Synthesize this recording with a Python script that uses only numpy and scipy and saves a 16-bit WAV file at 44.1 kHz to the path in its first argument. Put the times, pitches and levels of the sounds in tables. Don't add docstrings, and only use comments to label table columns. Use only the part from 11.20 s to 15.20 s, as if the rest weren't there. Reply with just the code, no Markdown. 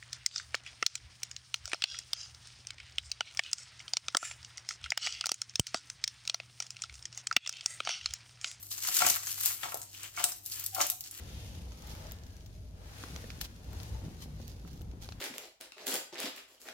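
import sys
import numpy as np
from scipy import signal
from scipy.fft import rfft, irfft
from scipy.io import wavfile

SR = 44100
rng = np.random.default_rng(int(sys.argv[2]) if len(sys.argv) > 2 else 0)


def to_wav(sig):
    pcm = np.clip(np.atleast_2d(sig), -1, 1) * 32767
    pcm = np.round(pcm).astype(np.int16)
    wavfile.write(sys.argv[1], SR, pcm.T)


N = 176400
T = np.arange(N) / SR

# (frequency [Hz], relative density [dB])
AIR_SPECTRUM = [(150, -1), (250, 3.5), (400, -6), (700, -7), (1000, -13.5), (2000, -36.5)]
WIND_SPECTRUM = [(20, -15), (32, -18.5), (42, -13), (54, -3.5), (75, -2), (105, -4.5), (130, -17.5),
                 (220, -30)]
GRIP_SPECTRUM = [(90, -9), (130, 1.5), (155, 3.5), (200, -2), (260, -6), (350, -12), (550, -22.5),
                 (1000, -37)]
KNOCK_SPECTRUM = [(70, -3), (150, -7.5), (260, 10), (450, -1.5), (800, -10), (1400, -15), (2300, -50),
                  (4000, -57)]
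SNAP_SPECTRUM = [(200, -29), (450, -14), (1100, 4.5), (1450, 11.5), (1900, -3), (2400, 5), (3200, 3.5),
                 (4500, 2.5), (6800, 3), (8200, -11.5), (10300, -21), (11600, -4), (15000, -9), (16000, -4)]
BRUSH_SPECTRUM = [(700, -2), (1500, -7), (2500, -2.5), (3900, 1.5), (6500, -0.5), (8200, -8.5),
                  (12500, -4.5), (16000, -12.5)]
RUB_SPECTRUM = [(230, -11.5), (350, -6), (480, 5.5), (680, -3), (850, -2), (1100, -11.5), (2000, -22)]
SLEEVE_SPECTRUM = [(600, -12), (950, -6), (1250, 0.5), (1500, 0.5), (1800, -2), (2300, -5), (3200, -5.5),
                   (5000, -7.5), (9000, -17)]
FUR_SPECTRUM = [(1200, -22), (2000, -2), (3000, 0), (4500, 1), (6800, 0), (7900, -10.5), (11000, -6.5),
                (12000, -9), (14500, -9.5), (16000, -28)]
# (time [s], relative level [dB])
WIND_LEVEL = [(0.0, -45), (0.2, -44), (0.52, -50), (0.6, -57), (0.66, -49), (0.9, -45.5), (1.0, -51.5),
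              (1.25, -47), (1.8, -50.5), (1.9, -48), (2.2, -47.5), (2.32, -52.5), (2.56, -43.5),
              (2.63, -48), (2.72, -40.5), (2.85, -42.5), (2.95, -50), (3.22, -46.5), (3.52, -49.5),
              (3.63, -43), (4.0, -47.5)]
GRIP_LEVEL = [(0, -54), (.45, -54.5), (.7, -53.5), (.9, -54), (1.1, -59), (1.7, -58), (1.95, -52.5),
              (2.4, -55.5), (2.7, -50.5), (2.79, -53), (2.845, -43.5), (2.93, -52), (3.02, -53.5),
              (3.1, -50), (3.24, -54.5), (3.33, -54), (3.45, -50), (3.65, -53), (3.8, -54.5), (4, -51.5)]
RUB_LEVEL = [(0, -65.5), (.35, -62.5), (.55, -64), (.72, -61.5), (.87, -59.5), (1.14, -72), (1.47, -86),
             (1.59, -64.5), (1.98, -61), (2.36, -71), (2.54, -60), (2.8, -62.5), (3.3, -69.5), (4, -71)]
SLEEVE_LEVEL = [(0, -64), (.56, -71), (.66, -61.5), (.88, -60.5), (1.05, -70.5), (1.5, -78), (1.65, -64.5),
                (1.81, -57.5), (2.12, -62), (2.4, -70), (2.58, -62), (3.0, -68), (3.4, -71), (3.75, -74.5),
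                (4, -66.5)]
FUR_LEVEL = [(0, -61), (.22, -57.5), (.48, -64), (.70, -59.5), (.91, -61.5), (1.0, -69.5), (1.12, -66),
             (1.2, -68), (1.36, -68), (1.54, -72), (1.68, -64.5), (1.82, -56), (2.12, -61), (2.40, -67.5),
             (2.61, -59.5), (2.78, -63), (2.94, -64.5), (3.15, -68.5), (3.5, -71), (3.72, -72), (3.81, -73),
             (3.92, -63), (4, -77)]
# (frequency [Hz], correlation [-])
CORRELATION = [(30, 1), (60, 0.96), (170, 0.93), (350, 0.8), (700, 0.34), (1400, -0.28), (2800, -0.036),
               (5600, -0.14), (12000, 0.016)]
# (frequency [Hz], left minus right [dB])
BALANCE = [(30, 3), (80, 0.5), (170, 1), (350, 3), (700, 4.5), (1400, 3.5), (2800, 2.6), (4500, 0),
           (6500, -1.5), (8500, 11.5), (11000, 7), (15000, 7)]
# (delay [s], gain [-])
ECHOES = [(.0011, 0.12), (.0027, .16), (.0058, 0.11)]
# (frequency [Hz], bandwidth [Hz], level [dB])
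DRONE_BANDS = [(52.9, 2, -54.5), (104.7, 4.6, -63), (152.3, 11.2, -71)]
# (time [s], half length [s], frequency [Hz], glide [Hz/s], level [dB])
HUM_SWELLS = [(0.38, 0.073, 181.2, -33, -55.5), (0.49, 0.046, 60.8, -58, -43),
              (1.96, 0.041, 151.4, -10, -52.5), (2.24, 0.023, 52.3, -5, -41),
              (2.55, 0.035, 62.8, 110, -44.5), (2.845, 0.019, 88, 0, -47), (2.835, 0.016, 154, 0, -52),
              (3.12, 0.055, 149.5, -78, -50), (3.25, 0.036, 228, 0, -54.5), (3.6, 0.14, 166, -2, -57.5)]
# (time [s], strength [dB])
GRIP_KNOCKS = [(1.836, -36), (1.957, -38), (2.0415, -35.5), (2.552, -40), (2.820, -49), (2.834, -46),
               (2.909, -42), (3.058, -41), (3.200, -37), (3.451, -41.5), (3.609, -38), (3.734, -40),
               (3.89, -45)]
# (time [s], mode 1 [Hz], level [dB], mode 2 [Hz], level [dB], decay [s])
TWIG_MODES = [(1.838, 1110, -38, 2480, -38.5, 0.0018), (1.962, 1380, -39, 2100, -37, 0.0011),
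              (2.0425, 470, -42.5, 1830, -48, 0.0037), (2.1037, 2230, -35, 4200, -53, 0.001),
              (2.2136, 1780, -38.5, 4800, -36, 0.0022), (3.4497, 480, -44.5, 1290, -51.5, 0.0025),
              (3.611, 430, -43.5, 1320, -54.5, 0.0029), (3.8895, 4400, -34.5, 630, -34, 0.00069),
              (3.9216, 4200, -41, 785, -40, 0.00095)]
# (time [s], strength [dB], body gain [dB], treble gain [dB], tail gain [dB], left minus right [dB])
LEAF_SNAPS = [(0.3506, -43, -6, -7, -10, 7), (0.52, -42.5, -12, -15, -7, 0),
              (0.574, -43.5, -31, 4, -14, -15), (0.591, -42, -26, 4, -20, -1),
              (0.622, -36, -26, 3, -20, -2), (.6735, -34.5, -24, 9, -14, -5), (0.696, -37, -24, 2, -22, 0),
              (0.718, -40, -24, 3, -20, 1.5), (0.751, -34.5, 4, 6, -19, -6), (0.869, -37, -24, -2, -18, -8),
              (.912, -34, -12, 2, -22, -6), (0.9203, -24, -22, 15, -32, 4), (0.987, -42, -24, -2, -20, -1),
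              (1.036, -44.5, -28, -2, -5, -6), (1.066, -47.5, -20, 1, -3, -1),
              (1.105, -50, -22, -4, -8, -8), (1.167, -44, -22, 1, -9, 1), (1.208, -47.5, -24, -9, -10, -5),
              (1.261, -48.5, -22, 1, 2, 0), (1.838, -29, 0, -24, -26, 6), (1.9621, -30, -2, -7, -9.5, 0),
              (1.9705, -47, -12, 10, -16, 0), (2.042, -43.5, 8, -21, -10, 12),
              (2.1032, -37.5, -10, -30, -1.5, -5), (2.2131, -18, -16, 8, -13, 0),
              (2.2563, -37, -14, -38, -8, 2), (2.444, -44, -10, 7, -18, 5), (2.531, -39, 7, 11, -9, 6),
              (2.601, -38.5, -5, -28, -11, 8), (2.632, -34.5, -20, 5, -11, 5.5),
              (3.1998, -46, 28, -14, -14, -3), (3.215, -46, -32, -1, -4, -6),
              (3.2796, -35.5, -30, 12, -15, -18), (3.45, -57, 22, -20, -16, 0), (3.476, -42, 9, 7, -5, -5),
              (3.531, -45.5, -18, 4, -6, 3), (3.576, -46, -24, 0, -22, 5), (3.611, -44.5, -19, 2, -12, -3),
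              (3.617, -42.5, -14, 8, -5, 5), (3.7135, -47, -4, -14, -6, -6), (3.823, -44, -6, -9, -10, -17),
              (3.835, -41, -4, -8, -12, -3), (3.8452, -38, -8, -27, -8, -4), (3.857, -42, 8, -16, -10, -6),
              (3.8892, -37.5, -7, -27, -6.5, -1), (3.9229, -37, -7, -24, -6.5, -2)]
# (time [s], half length [s], frequency [Hz], glide [Hz/s], bandwidth [Hz], level [dB])
CAVITIES = [(0.201, 0.15, 3200, -1500, 1100, -60.5), (0.67, 0.13, 1290, 302, 110, -69),
            (0.732, 0.069, 840, 139, 120, -60), (0.866, 0.024, 637, 0, 70, -57),
            (1.297, 0.27, 631, -56, 49.7, -70), (1.076, 0.15, 1690, -600, 133, -71.5),
            (1.845, 0.03, 1140, 0, 130, -76), (2.557, 0.029, 895, 3, 130, -61),
            (2.738, 0.066, 885, -300, 90, -61.5), (2.751, 0.11, 586, 0, 90, -72),
            (3.018, 0.021, 4100, 0, 260, -63), (3.273, 0.064, 4660, 3000, 260, -67),
            (3.55, 0.22, 756, 0, 40, -73)]
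# (time [s], half length [s], level [dB], left minus right [dB])
BRUSH_SWELLS = [(0.707, 0.024, -54, -5), (0.783, 0.035, -65, 0), (2.216, 0.0053, -50.5, 13),
                (2.244, 0.017, -49, -1), (2.634, 0.052, -62.5, -1), (3.03, 0.02, -51.5, -0.5),
                (3.28, 0.07, -59, -6), (3.523, 0.058, -62, -7), (3.832, 0.011, -49, -3),
                (3.873, 0.014, -57, -3)]


def from_db(db):
    return 10 ** (np.asarray(db) / 20)


def rms_one(x):
    return x / np.sqrt(np.mean(x ** 2) + 1e-20)


def level(rows, offset_db):
    return from_db(np.interp(T, *np.transpose(rows)) + offset_db)


def swell(time, half):
    return np.exp(-.5 * ((T - time) / half) ** 2)


def at_hz(points, hz):
    frequencies, values = np.transpose(points)
    return np.interp(np.log(hz + 1), np.log(frequencies), values)


def pan(db):
    return from_db(np.array([[db], [-db]]) / 2)


def add(out, time, sound):
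    start = max(int(time * SR), 0)
    out[:, start:start + sound.shape[1]] += sound[:, :max(N - start, 0)]


def coloured(pair, spectrum):
    hz = np.linspace(1, SR / 2, pair.shape[1] // 2 + 1)
    low_hz, high_hz = spectrum[0][0] / 2, spectrum[-1][0] * 2
    skirts = 1 / np.sqrt((1 + (hz / high_hz) ** 4) * (1 + (low_hz / hz) ** 4))
    mid, side = rfft(pair) * from_db(at_hz(spectrum, hz)) * skirts
    alike = np.clip(at_hz(CORRELATION, hz), -.99, .99)
    signs = np.array([[1], [-1]])
    stereo = np.sqrt(1 + alike) * mid + np.sqrt(1 - alike) * side * signs
    return rms_one(irfft(stereo * from_db(signs * at_hz(BALANCE, hz) / 2)))


def drift(half_width_hz, centre_hz=0):
    hz = np.linspace(0, SR / 2, N // 2 + 1)
    return rms_one(irfft(rfft(rng.standard_normal(N)) / (1 + ((hz - centre_hz) / half_width_hz) ** 2)))


def friction(spectrum, grains_per_s, grain_share, spread_db, flutter_db):
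    sizes = from_db(spread_db * np.minimum(rng.exponential(1, N), 4))
    catches = rng.random(N) < grains_per_s / SR
    grains = rms_one(catches * sizes * rng.standard_normal((2, N)))
    slips = np.sqrt(grain_share) * grains + np.sqrt(1 - grain_share) * rng.standard_normal((2, N))
    return coloured(slips, spectrum) * from_db(flutter_db * drift(54))


def burst(spectrum, decay_s, tail_s, tail_db, size=4096):
    t = np.arange(size) / SR
    envelope = np.exp(-t / decay_s) + from_db(tail_db) * np.exp(-t / tail_s)
    sound = coloured(rng.standard_normal((2, size)), spectrum) * envelope
    return rms_one(sound) * np.sqrt(np.mean(envelope ** 2)) / 2


def air(level_db=-66.5):
    return from_db(level_db) * coloured(rng.standard_normal((2, N)), AIR_SPECTRUM)


def rumble():
    drone = sum(from_db(db) * drift(width / 2, hz) for hz, width, db in DRONE_BANDS)
    wind = level(WIND_LEVEL, 0) * coloured(rng.standard_normal((2, N)), WIND_SPECTRUM)
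    return drone + wind


def hums():
    out = 0
    for time, half, hz, glide, db in HUM_SWELLS:
        cycles = hz * (T - time) + glide * (T - time) ** 2 / 2 + rng.random()
        out += from_db(db) * swell(time, half) * np.sqrt(2) * np.sin(2 * np.pi * cycles)
    return out


def handling(attack_s=0.00052, size=4096):
    out = friction(GRIP_SPECTRUM, grains_per_s=39, grain_share=0.22, spread_db=1.5, flutter_db=1)
    out *= level(GRIP_LEVEL, -0.5)
    attack = 1 - np.exp(-np.arange(size) / SR / attack_s)
    for time, db in GRIP_KNOCKS:
        knock = burst(KNOCK_SPECTRUM, decay_s=0.0045, tail_s=0.0085, tail_db=-21)
        add(out, time, from_db(db) * attack * knock)
    return out


def taps(size=2048):
    out, t = np.zeros((2, N)), np.arange(size) / SR
    for time, main_hz, main_db, second_hz, second_db, decay_s in TWIG_MODES:
        for hz, db in (main_hz, main_db), (second_hz, second_db):
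            phase = 2 * np.pi * hz * t + rng.uniform(-1, 1, (2, 1))
            add(out, time, from_db(db) * np.exp(-t / decay_s) * np.sin(phase))
    return out


def snaps():
    out = np.zeros((2, N))
    hz, db = np.transpose(SNAP_SPECTRUM)
    body = at_hz([(1200, 1.0), (3500, 0.058)], hz)
    treble = at_hz([(6000, 0), (11000, 1)], hz)
    for time, strength_db, body_db, treble_db, tail_db, side_db in LEAF_SNAPS:
        spectrum = np.transpose([hz, db + body_db * body + treble_db * treble])
        snap = burst(spectrum, decay_s=.0009, tail_s=.0065, tail_db=tail_db)
        add(out, time, from_db(strength_db) * pan(side_db) * snap)
    return out


def hollows():
    out = 0
    for time, half, hz, glide, width, db in CAVITIES:
        peak = [(hz - 2 * width, -28), (hz - width / 2, -4), (hz, 0),
                (hz + width / 2, -4), (hz + 2 * width, -28), (hz + 6 * width, -50)]
        ring = coloured(rng.standard_normal((2, N)), peak)
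        frequency_shift = np.exp(1j * np.pi * glide * (T - time) ** 2)
        out += from_db(db) * swell(time, half) * (signal.hilbert(ring) * frequency_shift).real
    return out


def brushes():
    gain = sum(from_db(db) * pan(side_db) * swell(time, half) for time, half, db, side_db in BRUSH_SWELLS)
    hiss = friction(BRUSH_SPECTRUM, grains_per_s=2200, grain_share=0.32, spread_db=4.5, flutter_db=2.5)
    return gain * hiss


def sleeve():
    swish = friction(SLEEVE_SPECTRUM, grains_per_s=270, grain_share=0.046, spread_db=-3.5, flutter_db=0.5)
    rub = friction(RUB_SPECTRUM, grains_per_s=150, grain_share=0.27, spread_db=2.5, flutter_db=0.35)
    return level(SLEEVE_LEVEL, 3.5) * swish + level(RUB_LEVEL, 3) * rub


def fur():
    hiss = friction(FUR_SPECTRUM, grains_per_s=2500, grain_share=0.075, spread_db=4.5, flutter_db=1)
    crackle = friction(FUR_SPECTRUM, grains_per_s=260, grain_share=0.93, spread_db=2, flutter_db=-1)
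    return level(FUR_LEVEL, 2) * hiss + level(FUR_LEVEL, -5.5) * crackle


def reflected(direct, wander=0.1015):
    out = direct.copy()
    for delay_s, gain in ECHOES:
        delayed_time = T - delay_s * (1 + wander * drift(0.95))
        out += gain * np.array([np.interp(delayed_time, T, channel) for channel in direct])
    return out


def scene():
    background = air() + rumble() + hums() + handling()
    underfoot = taps() + snaps()
    stroking = hollows() + reflected(brushes() + sleeve() + fur())
    return background + underfoot + stroking


def record(dry, cutoff_hz=15950):
    return signal.sosfilt(signal.ellip(12, .1, 70, cutoff_hz, fs=SR, output="sos"), dry)


dry = scene()
out = record(dry)
to_wav(out)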